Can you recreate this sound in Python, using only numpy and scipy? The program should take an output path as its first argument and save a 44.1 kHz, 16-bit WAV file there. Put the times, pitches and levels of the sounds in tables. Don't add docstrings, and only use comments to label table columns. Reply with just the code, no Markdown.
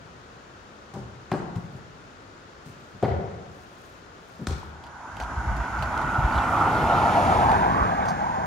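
import sys
import numpy as np
from scipy import signal
from scipy.fft import rfft, irfft
from scipy.io import wavfile
from scipy.ndimage import uniform_filter1d

SR = 44100
rng = np.random.default_rng(int(sys.argv[2]) if len(sys.argv) > 2 else 0)


def store_pcm(level_fs):
    pcm = np.round(np.clip(level_fs, -1, 1) * 32767).astype(np.int16)
    wavfile.write(sys.argv[1], SR, np.atleast_2d(pcm).T)


N = 373086
T = np.arange(N) / SR
FRAME, HOP = 1024, 256
HZ = np.fft.rfftfreq(FRAME, 1 / SR)
FRAME_S = np.arange(N // HOP + 5)[:, None] * HOP / SR

# (frequency [Hz], left minus right [dB], phase lead of left [rad], coherence [0-1])
BARN_PORTS = [(65, 1, 0.2, 0.95), (150, 2, 0.3, 0.85), (420, 3, 0.1, 0.66), (600, 1, 0.5, 0.4),
              (950, 4, 2.1, 0.42), (1400, -1, 3, 0.16), (2100, 7, 6.8, 0.24), (7000, 8.5, 7.5, 0.22),
              (10000, 1, 6.3, 0.44)]


def amp(db):
    return 10 ** (np.asarray(db) / 20)


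def evened(x):
    return x / np.sqrt(np.mean(x ** 2) + 1e-20)


def by_hz(table, hz):
    f, *columns = np.transpose(table)
    return np.array([np.interp(np.log(hz + 1), np.log(f + 1), c) for c in columns])


def add(mix, s, sound):
    part = mix[..., max(round(s * SR), 0):][..., :sound.shape[-1]]
    part += sound[..., :part.shape[-1]]


def tilted(spectrum, hz, tilt_db):
    return amp(by_hz(spectrum, hz)[0] + tilt_db * np.log2(np.clip(hz, 200, 4000)))


def noise(spectrum, size, tilt_db=0):
    hz = np.fft.rfftfreq(size, 1 / SR)
    phases = np.exp(2j * np.pi * rng.random(len(hz)))
    return evened(irfft(tilted(spectrum, hz, tilt_db) * phases, size))


def pulse(spectrum, size, tilt_db):
    hz = np.fft.rfftfreq(size, 1 / SR)
    log_gain = np.log(tilted(spectrum, hz, tilt_db))
    cepstrum = irfft(log_gain, size) * 2 * (np.arange(size) < size // 2)
    wave = irfft(np.exp(rfft(cepstrum)), size)
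    return wave / np.linalg.norm(wave)


def spread(x, pan_db):
    return x * amp([[pan_db / 2], [-pan_db / 2]])


def field(gain, pan_db, phase, same):
    a, b, c, d = rng.standard_normal((4, len(gain), len(HZ)))
    same = np.clip(same, 0, 1)
    left = a + 1j * b
    right = same * left + np.sqrt(1 - same ** 2) * (c + 1j * d)
    right = right * np.exp(-1j * phase)
    share = 1 / (1 + amp(-2 * pan_db))
    z = gain * np.array([left * np.sqrt(share), right * np.sqrt(1 - share)])
    sound = signal.istft(z.swapaxes(1, 2), nperseg=FRAME, noverlap=FRAME - HOP)[1]
    return sound[:, :N] * np.sqrt(6 / FRAME)


def shaped(db):
    return amp(db) / np.sqrt(np.mean(amp(2 * db), -1, keepdims=True))


def swells(table, t):
    return sum(amp(db) * np.exp(-((t - s) / half) ** 2 / 2) for s, db, half in table)


def still_air(spectrum, level_db):
    gain = shaped(by_hz(spectrum, HZ)[0]) * amp(level_db) * np.ones_like(FRAME_S)
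    return field(gain, *by_hz(BARN_PORTS, HZ))


def barn_tail(build_s=0.028):
    # (frequency [Hz], t60 [s])
    barn_t60 = [(80, 0.96), (200, 1.3), (560, 1.09), (1400, 1.17), (3800, 0.59), (12000, 0.29)]
    decay = amp(-60 * FRAME_S[:220] / by_hz(barn_t60, HZ)[0])
    tail = field(decay, *by_hz(BARN_PORTS, HZ))
    tail = tail * (1 - np.exp(-(T[:tail.shape[1]] / build_s) ** 2))
    return tail / np.sqrt(np.sum(tail ** 2) / 2)


def hollow_ring(t, tilt_db):
    # (frequency [Hz], level [dB], t60 [s])
    modes = [(207, -1.5, 0.084), (389.5, -0.5, 0.13), (589, -7.5, 0.13), (780, -6, 0.12),
             (945, -13.5, 0.16), (1130, -31, 0.1), (1290, -26, 0.13), (1420, -22, 0.13), (1620, -27, 0.1)]
    ring = np.zeros(len(t))
    for hz, db, t60 in modes:
        octaves = np.log2(hz / modes[1][0])
        ring += amp(db + tilt_db * octaves - 60 * t / t60) * np.sin(2 * np.pi * hz * t)
    return ring


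def skin_heave(t, thump_db, start_hz, end_hz, squash_s, ragged=0.59):
    # (multiple of the thump's last frequency [ratio], relative level [dB per Hz])
    heave_spectrum = [(.25, -30), (.6, -9), (1, -2), (1.6, -6.5), (2.6, -20), (6, -35.5), (30, -73)]
    wobble_hz = end_hz * (start_hz / end_hz) ** np.exp(-t / squash_s)
    tone = np.sin(2 * np.pi * np.cumsum(wobble_hz) / SR)
    uneven = noise([(end_hz * ratio, db) for ratio, db in heave_spectrum], len(t))
    wobble = tone * (1 - ragged / 2) + ragged * uneven
    squash = (t / squash_s) ** 2 * np.exp(2 - 2 * t / squash_s)
    return amp(thump_db) * squash * wobble


def contact(thump_db, start_hz, end_hz, squash_s, slap_db, tilt_db, rise_s, ring_db, tick_db,
            slap_t60=0.059, tick_t60=0.0095, fizz_db=-16, fizz_t60=0.18,
            crack_db=16, flap_db=-4, room_crack_db=24, room_ring_db=-3):
    # (frequency [Hz], relative level [dB per Hz])
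    slap_spectrum = [(30, -29), (70, 14), (180, 4), (270, -3), (450, -1), (850, 5.5), (1300, -2),
                     (2100, -11.5), (3400, -18.5), (6000, -32), (16000, -45)]
    # (frequency [Hz], relative level [dB per Hz])
    skin_spectrum = [(300, -25), (1200, 14), (2200, -1), (4000, 3.5), (6500, 2), (9500, -4), (12000, -14),
                     (16000, -11)]
    t = T[:SR // 2]
    heave = skin_heave(t, thump_db, start_hz, end_hz, squash_s)
    ring = amp(ring_db) * hollow_ring(t, tilt_db)
    touch = 1 - np.exp(-(t / rise_s) ** 2)
    crack = pulse(slap_spectrum, len(t), tilt_db)
    flap = noise(slap_spectrum, len(t), tilt_db) * amp(flap_db - 60 * t / slap_t60)
    tick_decay = amp(-60 * t / tick_t60) + amp(fizz_db - 60 * t / fizz_t60)
    tick = np.array([noise(skin_spectrum, len(t)) for _ in range(2)]) * tick_decay
    tick = amp(tick_db) * tick * touch
    body = heave + amp(slap_db) * (amp(crack_db) * crack + (flap + ring) * touch)
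    room_slap = amp(room_crack_db) * crack + amp(room_ring_db) * ring * touch
    return body, tick, heave + amp(slap_db) * room_slap


def smack(db, low_hz, high_hz, peak_s, top_db=-6):
    u = T[:SR // 10] / peak_s
    band = [(low_hz / 2, -30), (low_hz, 0), (high_hz, top_db), (high_hz * 1.55, -40), (high_hz * 2, -90)]
    return amp(db) * noise(band, len(u)) * u * np.exp((1 - u ** 2) / 2)


def in_barn(sound, room_db):
    return amp(room_db) * signal.fftconvolve(sound[None], barn_tail(), axes=1)


def ball(pan_db=3.0, tick_pan_db=2, tick_echo_db=-10, bright_hz=2000, room_tick_db=3,
         firm_rise_s=0.00041, firm_db=-25, rise_halving_db=8, far_wall_s=0.081, far_wall_db=-9.5):
    # (time [s], thump [dB], thump's first frequency [Hz], thump's last frequency [Hz],
    # time to flattest squash [s], slap [dB], slap tilt [dB per octave], hollow ring over the slap [dB],
    # skin tick [dB], wall distance [factor], room [dB])
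    contacts = [(0.02, -47.5, 175, 145, 0.007, -55, -4, -10, -74, 1.1, 2),
                (0.938, -38.5, 190, 115, 0.013, -36.5, -1.5, -2, -36.5, 1.02, -3.5),
                (0.966, -33.5, 364, 78, 0.015, -36, -5, -3.5, -66, 0.8, -7),
                (1.316, -25, 198, 164, 0.0082, -28.5, 3, -1, -34, 1.43, -2.5),
                (1.318, -20, 110, 80, 0.0046, -44, -3, -12, -64, 0.81, -14),
                (1.338, -16, 386, 224, 0.002, -30.5, 0.5, -11, -48, 0.55, -8.5),
                (1.557, -23, 119, 85.5, 0.01, -42, 4, -6, -37, .75, -13),
                (1.720, -39.5, 161, 130, 0.01, -53, 1, -4, -64, 1.24, -3.5),
                (2.658, -39, 164, 129, 0.0058, -47, -6, -11, -37, 1.14, -2),
                (2.941, -42.5, 130, 95, 0.0084, -46, -6.5, -8, -64, 1.27, -15),
                (3.027, -25.5, 490, 225, 0.0066, -21.5, -1.5, -2.5, -37.5, 1.12, -4),
                (3.032, -21.5, 110, 89.4, 0.0088, -28, -2.5, -17, -56, 0.62, -2.5),
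                (4.391, -33, 300, 222, 0.0036, -56, 11, -2, -64, 0.55, -5),
                (4.409, -28.5, 187, 142, 0.0091, -50, -5, -1.5, -64, 0.64, -11.5),
                (4.472, -26, 100, 78.5, 0.013, -30.5, 0, -10, -25.5, 2.1, -6)]
    # (delay at wall distance 1 [s], level [dB])
    echoes = [(.0075, -5.5), (0.011, -2.5), (0.017, -3.5), (0.024, -4.5), (0.0315, -20)]
    # (time [s], level [dB], low edge [Hz], high edge [Hz], time to peak [s], room
    # [dB])
    smack_rows = [(0.941, -44, 420, 1200, 0.015, -6), (0.965, -31, 300, 510, 0.0047, -11),
                  (1.3156, -22, 782.5, 1340, 0.003, -7.5), (1.3165, -31, 1950, 3400, 0.0024, -13),
                  (1.326, -37.5, 1000, 5000, 0.0021, -11), (1.338, -37, 700, 1030, 0.0064, -13),
                  (3.027, -20, 453, 770, 0.0056, -5), (3.030, -47.5, 2470, 5000, 0.014, 0),
                  (3.042, -39, 1470, 2090, 0.012, -2), (4.470, -28.5, 1000, 2290, 0.0013, -6.5),
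                  (4.469, -30, 3540, 8000, 0.0011, -4), (4.470, -29, 222, 424, 0.0025, -12),
                  (4.481, -45, 3500, 9250, .005, -5), (4.508, -37.5, 2200, 6500, 0.00097, -6),
                  (4.505, -34, 384, 500, .006, -9), (4.519, -46, 1500, 6500, 0.0066, -7),
                  (4.63, -37.5, 860, 1200, 0.0021, -9)]
    out = np.zeros((2, N))
    dull = signal.butter(2, bright_hz, fs=SR, output="sos")
    for (s, thump_db, start_hz, end_hz, squash_s, slap_db, tilt_db,
         ring_db, tick_db, walls, room_db) in contacts:
        rise_s = firm_rise_s * 2 ** ((firm_db - slap_db) / rise_halving_db)
        body, tick, outward = contact(thump_db, start_hz, end_hz, squash_s, slap_db, tilt_db,
                                      rise_s, ring_db, tick_db)
        add(out, s, spread(body, pan_db) + spread(tick, tick_pan_db))
        reflected = signal.sosfilt(dull, body)
        for delay, db in echoes:
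            echo = reflected + amp(tick_echo_db) * tick
            add(out, s + delay * walls, amp(db) * spread(echo, pan_db))
        add(out, s + far_wall_s, amp(far_wall_db) * spread(reflected, pan_db))
        outward = signal.sosfilt(dull, outward) + amp(room_tick_db) * tick[0]
        add(out, s, in_barn(outward, room_db))
    for s, *shape, room_db in smack_rows:
        burst = smack(*shape)
        add(out, s, spread(burst, pan_db))
        add(out, s, in_barn(burst, room_db))
    return out


def rubbing(grain_db=3):
    # (middle [s], level [dB], half length [s])
    strokes = [(1.61, -72, 0.034), (1.75, -72, 0.043), (2.69, -63.5, 0.02), (2.85, -74, 0.14),
               (3.6, -69, 0.07), (3.85, -66.5, 0.092), (4.38, -69.5, 0.15), (4.62, -70.5, 0.076)]
    grain = amp(grain_db * evened(uniform_filter1d(rng.standard_normal(N), size=200)))
    hiss = noise([(2000, -25), (6000, 12.5), (9500, 7.5), (15000, 3)], N)
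    return spread(evened(hiss * grain) * swells(strokes, T), 1.5)


def bell(hz, width):
    return np.exp(-((HZ - hz) / width) ** 2)


def above(hz):
    return 1 / (1 + (hz / (HZ + 1)) ** 4)


def patches(frames_size, bins_size):
    z = rng.standard_normal((len(FRAME_S), len(HZ)))
    return evened(uniform_filter1d(uniform_filter1d(z, frames_size, 0), bins_size, 1))


def doublings(t, lag_s=0, loudest_s=7.15, loud_time=0.66):
    return np.log2(np.hypot((t - loudest_s - lag_s) / loud_time, 1))


def tyre_roar(along, nearness, behind, mach=0.077, arrive_s=6.9, arrive_time=0.34,
              roar_db=-20.5, roar_fall_db=8.5, treble_db=0, treble_fall_db=4.5, treble_hz=2600, low_hz=210,
              hollow_db=-2.5, hollow_width_hz=100, patchy_db=1.5, flutter_db=0.68):
    # (frequency [Hz], relative level [dB per Hz])
    coming = [(260, -6.5), (450, -18), (600, -8.5), (720, -4.5), (870, 1), (1030, -7), (1180, -5),
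              (1400, 0), (1650, -12), (2100, -18), (3000, -25.5), (4500, -34.5), (7000, -37),
              (14000, -47.5)]
    abeam = [(260, -12), (450, -14), (600, -10.5), (720, 1), (870, -3), (1030, -3), (1180, -15), (1400, -4),
             (1650, -17), (2100, -29), (3000, -26.5), (4500, -36.5), (7000, -51.5), (14000, -58)]
    going = [(260, -13), (450, -13), (600, -7.5), (720, -1.5), (870, 1.5), (1030, -5.5), (1180, -7.5),
             (1400, -8), (1650, -7.5), (2100, -17), (3000, -28), (4500, -33.5), (7000, -51), (14000, -57)]
    # (frequency [Hz], left minus right [dB], phase lead of left [rad], coherence [0-1])
    coming_ports = [(250, 3, -0.3, 0.98), (600, -2, -0.2, 0.98), (900, -1, -0.4, 0.98),
                    (1200, -6, 0.3, 0.98), (1420, -2, 0.7, 0.98), (1600, -1, 2.7, 0.41),
                    (1800, 4, 5.5, 0.55), (2300, 4, 5.6, 0.71), (3200, 3, 6.8, 0.76), (6700, 2, 7.0, 0.46),
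                    (14000, 0, 6.1, 0.63)]
    abeam_ports = [(250, 3, 0.1, 0.98), (600, 3, 0.5, 0.98), (900, 0, 0.4, 0.91), (1200, -1, 1.2, 0.89),
                   (1420, -2, 1.5, 0.91), (1600, -4, 3.1, 0.69), (1800, -2, 4.3, 0.88),
                   (2300, 1, 5.9, 0.86), (3200, 3, 7.0, 0.8), (6700, 2, 7.1, 0.48), (14000, 0, 6.0, 0.49)]
    going_ports = [(250, 4, 0.9, 0.98), (600, 4, 1.9, 0.98), (900, 0, 1.9, 0.97), (1200, -3, 2.3, 0.94),
                   (1420, -7, 3.1, 0.73), (1600, -5, 5.8, 0.86), (1800, -3, 6.3, 0.96),
                   (2300, 0, 6.9, 0.85), (3200, 5, 8.6, 0.64), (6700, 2, 7.4, 0.27), (14000, 0, 6.2, 0.78)]
    # (time [s], frequency [Hz])
    hollow = [(5.0, 1830), (6.0, 1560), (6.6, 1600), (7.1, 1600), (7.3, 1440), (7.5, 1280), (7.9, 1360)]
    # (middle [s], half length [s], level [dB], frequency [Hz], half width [Hz], glide [Hz/s])
    flares = [(6.104, 0.16, 7, 1340, 121, -9), (6.545, 0.19, 6.5, 1200, 180, -9),
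              (6.547, 0.049, 5.5, 890, 140, 11), (6.77, 0.14, 8, 447, 120, 7),
              (7.45, 0.15, 5, 880, 110, 300), (7.7, 0.18, 8, 380, 110, 0),
              (7.763, 0.18, 10, 1115, 138, 800), (8.373, 0.17, 7, 970, 131, -4)]
    heard_hz = HZ * (1 + mach * along * nearness)
    ahead = .5 - .5 * np.tanh((FRAME_S - arrive_s) / arrive_time)
    shares = ahead, 1 - ahead - behind, behind
    db = sum(share * by_hz(table, heard_hz)[0]
             for share, table in zip(shares, (coming, abeam, going)))
    ports = sum(share * by_hz(table, heard_hz)
                for share, table in zip(shares, (coming_ports, abeam_ports, going_ports)))
    far = doublings(FRAME_S)
    db = db + (treble_db - treble_fall_db * far) * above(treble_hz)
    db = db + 10 * np.log10(above(low_hz))
    db = db + hollow_db * bell(np.interp(FRAME_S, *np.transpose(hollow)), hollow_width_hz)
    level_db = roar_db - roar_fall_db * far
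    for s, half, rise_db, hz, width, glide in flares:
        swell = np.exp(-((FRAME_S - s) / half) ** 2)
        level_db = level_db + rise_db * swell * bell(hz + glide * (FRAME_S - s), width)
    stirred_db = patchy_db * patches(10, 6) + flutter_db * patches(8, 120)
    return field(shaped(db) * amp(level_db + stirred_db), *ports)


def body_rumble(along, nearness, behind, body_db=-27.5, body_fall_db=11.5, lag_s=-0.025,
                exhaust_db=8, exhaust_hz=176, exhaust_width_hz=67,
                pan_db=2.0, port_delay_s=0.0009, same=0.96):
    # (frequency [Hz], relative level [dB per Hz])
    rumble = [(20, -43), (40, -25), (70, 5), (110, -6.5), (170, -5.5), (280, -8), (450, -20), (900, -35),
              (3000, -80)]
    gain = shaped(by_hz(rumble, HZ)[0]) * amp(body_db - body_fall_db * doublings(FRAME_S, lag_s))
    gain = gain * amp(exhaust_db * behind ** 2 * bell(exhaust_hz, exhaust_width_hz))
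    lead = 2 * np.pi * HZ * port_delay_s * along * nearness
    return field(gain, pan_db, lead, same)


def air_rush(rush_db=-41, rush_s=7.25, rush_time=0.32):
    hiss = [(800, -17), (2300, 10.5), (3200, -12.5), (4500, -4.5), (7000, -5),
            (8200, -17), (9600, -6.5), (12000, -21.5), (15500, -23)]
    closeness = 1 / (1 + ((T - rush_s) / rush_time) ** 2)
    at_ports = noise(hiss, N) + np.array([noise(hiss, N) for _ in range(2)])
    return amp(rush_db) * closeness * evened(at_ports)


def minivan(pass_s=6.68, pass_time=1, leave_s=7.424, leave_time=0.26):
    along = (FRAME_S - pass_s) / pass_time
    nearness = 1 / np.hypot(along, 1)
    behind = .5 + .5 * np.tanh((FRAME_S - leave_s) / leave_time)
    return tyre_roar(along, nearness, behind) + body_rumble(along, nearness, behind) + air_rush()


def hooves(clop_t60=0.11, grit_t60=0.053, scuff_db=-14, scuff_t60=0.25, grain_db=4, scrape_t60=0.13,
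           rise_s=0.00049):
    # (time [s], clop [dB], grit [dB], scrape [dB])
    falls = [(4.838, -47, -53, -54), (4.866, -45, -55, -58), (5.168, -46, -48.5, -56),
             (5.2005, -26.5, -40, -47), (5.235, -48, -49, -64), (5.566, -50, -46, -64),
             (5.787, -51, -51, -52), (5.824, -23, -38, -49), (5.976, -36, -42.5, -61),
             (6.016, -28, -45, -61), (6.343, -23, -65, -57), (6.383, -23.5, -65, -60),
             (7.492, -24, -56, -48), (7.516, -45, -39, -48), (8.056, -50, -46, -66), (8.085, -48, -46, -68)]
    # (frequency [Hz], relative level [dB per Hz])
    clop_spectrum = [(100, -38), (400, -17), (750, 7.5), (1300, -4), (2000, -19), (5000, -32), (16000, -61)]
    grit_spectrum = [(500, -29), (2000, 7), (3700, 4), (6000, -6), (9500, -8), (12000, -15), (16000, -18)]
    scrape_spectrum = [(1000, -28), (2300, -12), (3000, 5), (3550, -5), (4100, -10), (4800, 6), (6000, -46),
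                       (16000, -48)]
    out = np.zeros((2, N))
    t = T[:SR // 4]
    for s, clop_db, grit_db, scrape_db in falls:
        clop = noise(clop_spectrum, len(t)) * amp(clop_db - 60 * t / clop_t60)
        scrape = noise(scrape_spectrum, len(t)) * amp(scrape_db - 60 * t / scrape_t60)
        jitter = evened(uniform_filter1d(rng.standard_normal(len(t)), size=80))
        grains = evened(amp(grain_db * jitter))
        crush = amp(-60 * t / grit_t60) + grains * amp(scuff_db - 60 * t / scuff_t60)
        snap = noise(grit_spectrum, len(t), -3) * amp(11 - 60 * t / .01)
        grit = snap + crush * np.array([noise(grit_spectrum, len(t)) for _ in range(2)])
        add(out, s, (clop + scrape + amp(grit_db) * grit) * (1 - np.exp(-t / rise_s)))
    return out


def dragging(grains_per_s=800, grain_t60=0.013, pan_db=1):
    # (middle [s], level [dB], half length [s], lowest ring [Hz])
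    drags = [(5.22, -55, 0.014, 4620), (5.857, -60, 0.011, 4800), (6.369, -45, 0.019, 3040),
             (8.095, -46.5, 0.02, 4660)]
    # (multiple of its lowest ring [ratio], relative level [dB per Hz])
    shoe = [(.3, -26), (.75, -9), (1, 10), (1.14, -2), (1.32, 8.5), (1.55, -15), (2.1, -11), (3.2, -23)]
    t = T[:SR // 50]
    out = np.zeros(N)
    for s, db, half, ring_hz in drags:
        colour = [(ring_hz * ratio, level) for ratio, level in shoe]
        crackle = np.zeros(SR // 4)
        for _ in range(8):
            struck = rng.random(len(crackle)) < grains_per_s / 8 / SR
            clicks = rng.standard_normal(len(crackle)) * struck
            grain = noise(colour, len(t)) * amp(-60 * t / grain_t60)
            crackle += signal.oaconvolve(clicks, grain)[:len(crackle)]
        middle = len(crackle) / SR / 2
        add(out, s - middle, evened(crackle) * swells([(middle, db, half)], T[:len(crackle)]))
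    return spread(out, pan_db)


def low_bumps(apart_db=-14):
    # (middle [s], level [dB], half length [s])
    bumps = [(5.253, -36.5, 0.069), (5.39, -30, 0.025), (5.508, -25, 0.037), (5.6, -27, 0.013),
             (5.798, -30.5, 0.05), (6.028, -32.5, 0.056), (6.192, -17, 0.008), (6.245, -22, 0.014),
             (6.368, -25.5, 0.023), (7.814, -22, 0.0087)]
    # (frequency [Hz], relative level [dB per Hz])
    bump_spectrum = [(15, -16), (35, -9.5), (55, 10), (90, 0.5), (140, -3.5), (250, -22), (600, -84),
                     (2000, -80)]
    apart = np.array([noise(bump_spectrum, N) for _ in range(2)])
    return swells(bumps, T) * (noise(bump_spectrum, N) + amp(apart_db) * apart)


def stones(ping_t60=0.038, rise_s=0.0013):
    # (time [s], frequency [Hz], level [dB])
    pings = [(5.826, 4500, -39), (6.323, 4600, -40), (6.383, 3440, -32), (8.086, 6250, -45)]
    out = np.zeros((2, N))
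    t = T[:SR // 10]
    for s, hz, db in pings:
        ping = np.sin(2 * np.pi * hz * t) * amp(db - 60 * t / ping_t60)
        add(out, s, ping * (1 - np.exp(-t / rise_s)))
    return out


def scene(dissolve_s=4.625, dissolve_time=0.8, barn_db=-47, roadside_db=-43.5):
    # (frequency [Hz], relative level [dB per Hz])
    barn = [(22.0, -22), (65.0, 3.5), (150.0, -4), (420.0, -3), (600.0, -5), (950.0, -7), (1400.0, -4),
            (1700.0, -9.5), (2100.0, -14.5), (4000.0, -19.5), (7000.0, -24.5), (8300.0, -35.5),
            (10000.0, -38), (11500, -51), (15000.0, -44)]
    roadside = [(30, -6), (70, 7.5), (400, -7), (1500, 1), (2300, -14.5), (4000, -18), (7000, -14),
                (8300, -34), (9600, -23.5), (11500, -45), (15000, -44)]
    outdoors = np.clip((T - dissolve_s) / dissolve_time, 0, 1)
    steady = (1 - outdoors) * still_air(barn, barn_db)
    steady = steady + outdoors * (still_air(roadside, roadside_db) + minivan())
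    return steady + ball() + rubbing() + hooves() + dragging() + low_bumps() + stones()


def record(dry, low_cut_hz=35, edge_hz=15800):
    low_cut = signal.butter(4, low_cut_hz, "high", fs=SR, output="sos")
    thinned = signal.sosfilt(low_cut, dry)
    band_limit = signal.firwin(511, edge_hz, window=("kaiser", 9), fs=SR)
    return signal.oaconvolve(thinned, band_limit[None], "same")


dry = scene()
out = record(dry)
store_pcm(out)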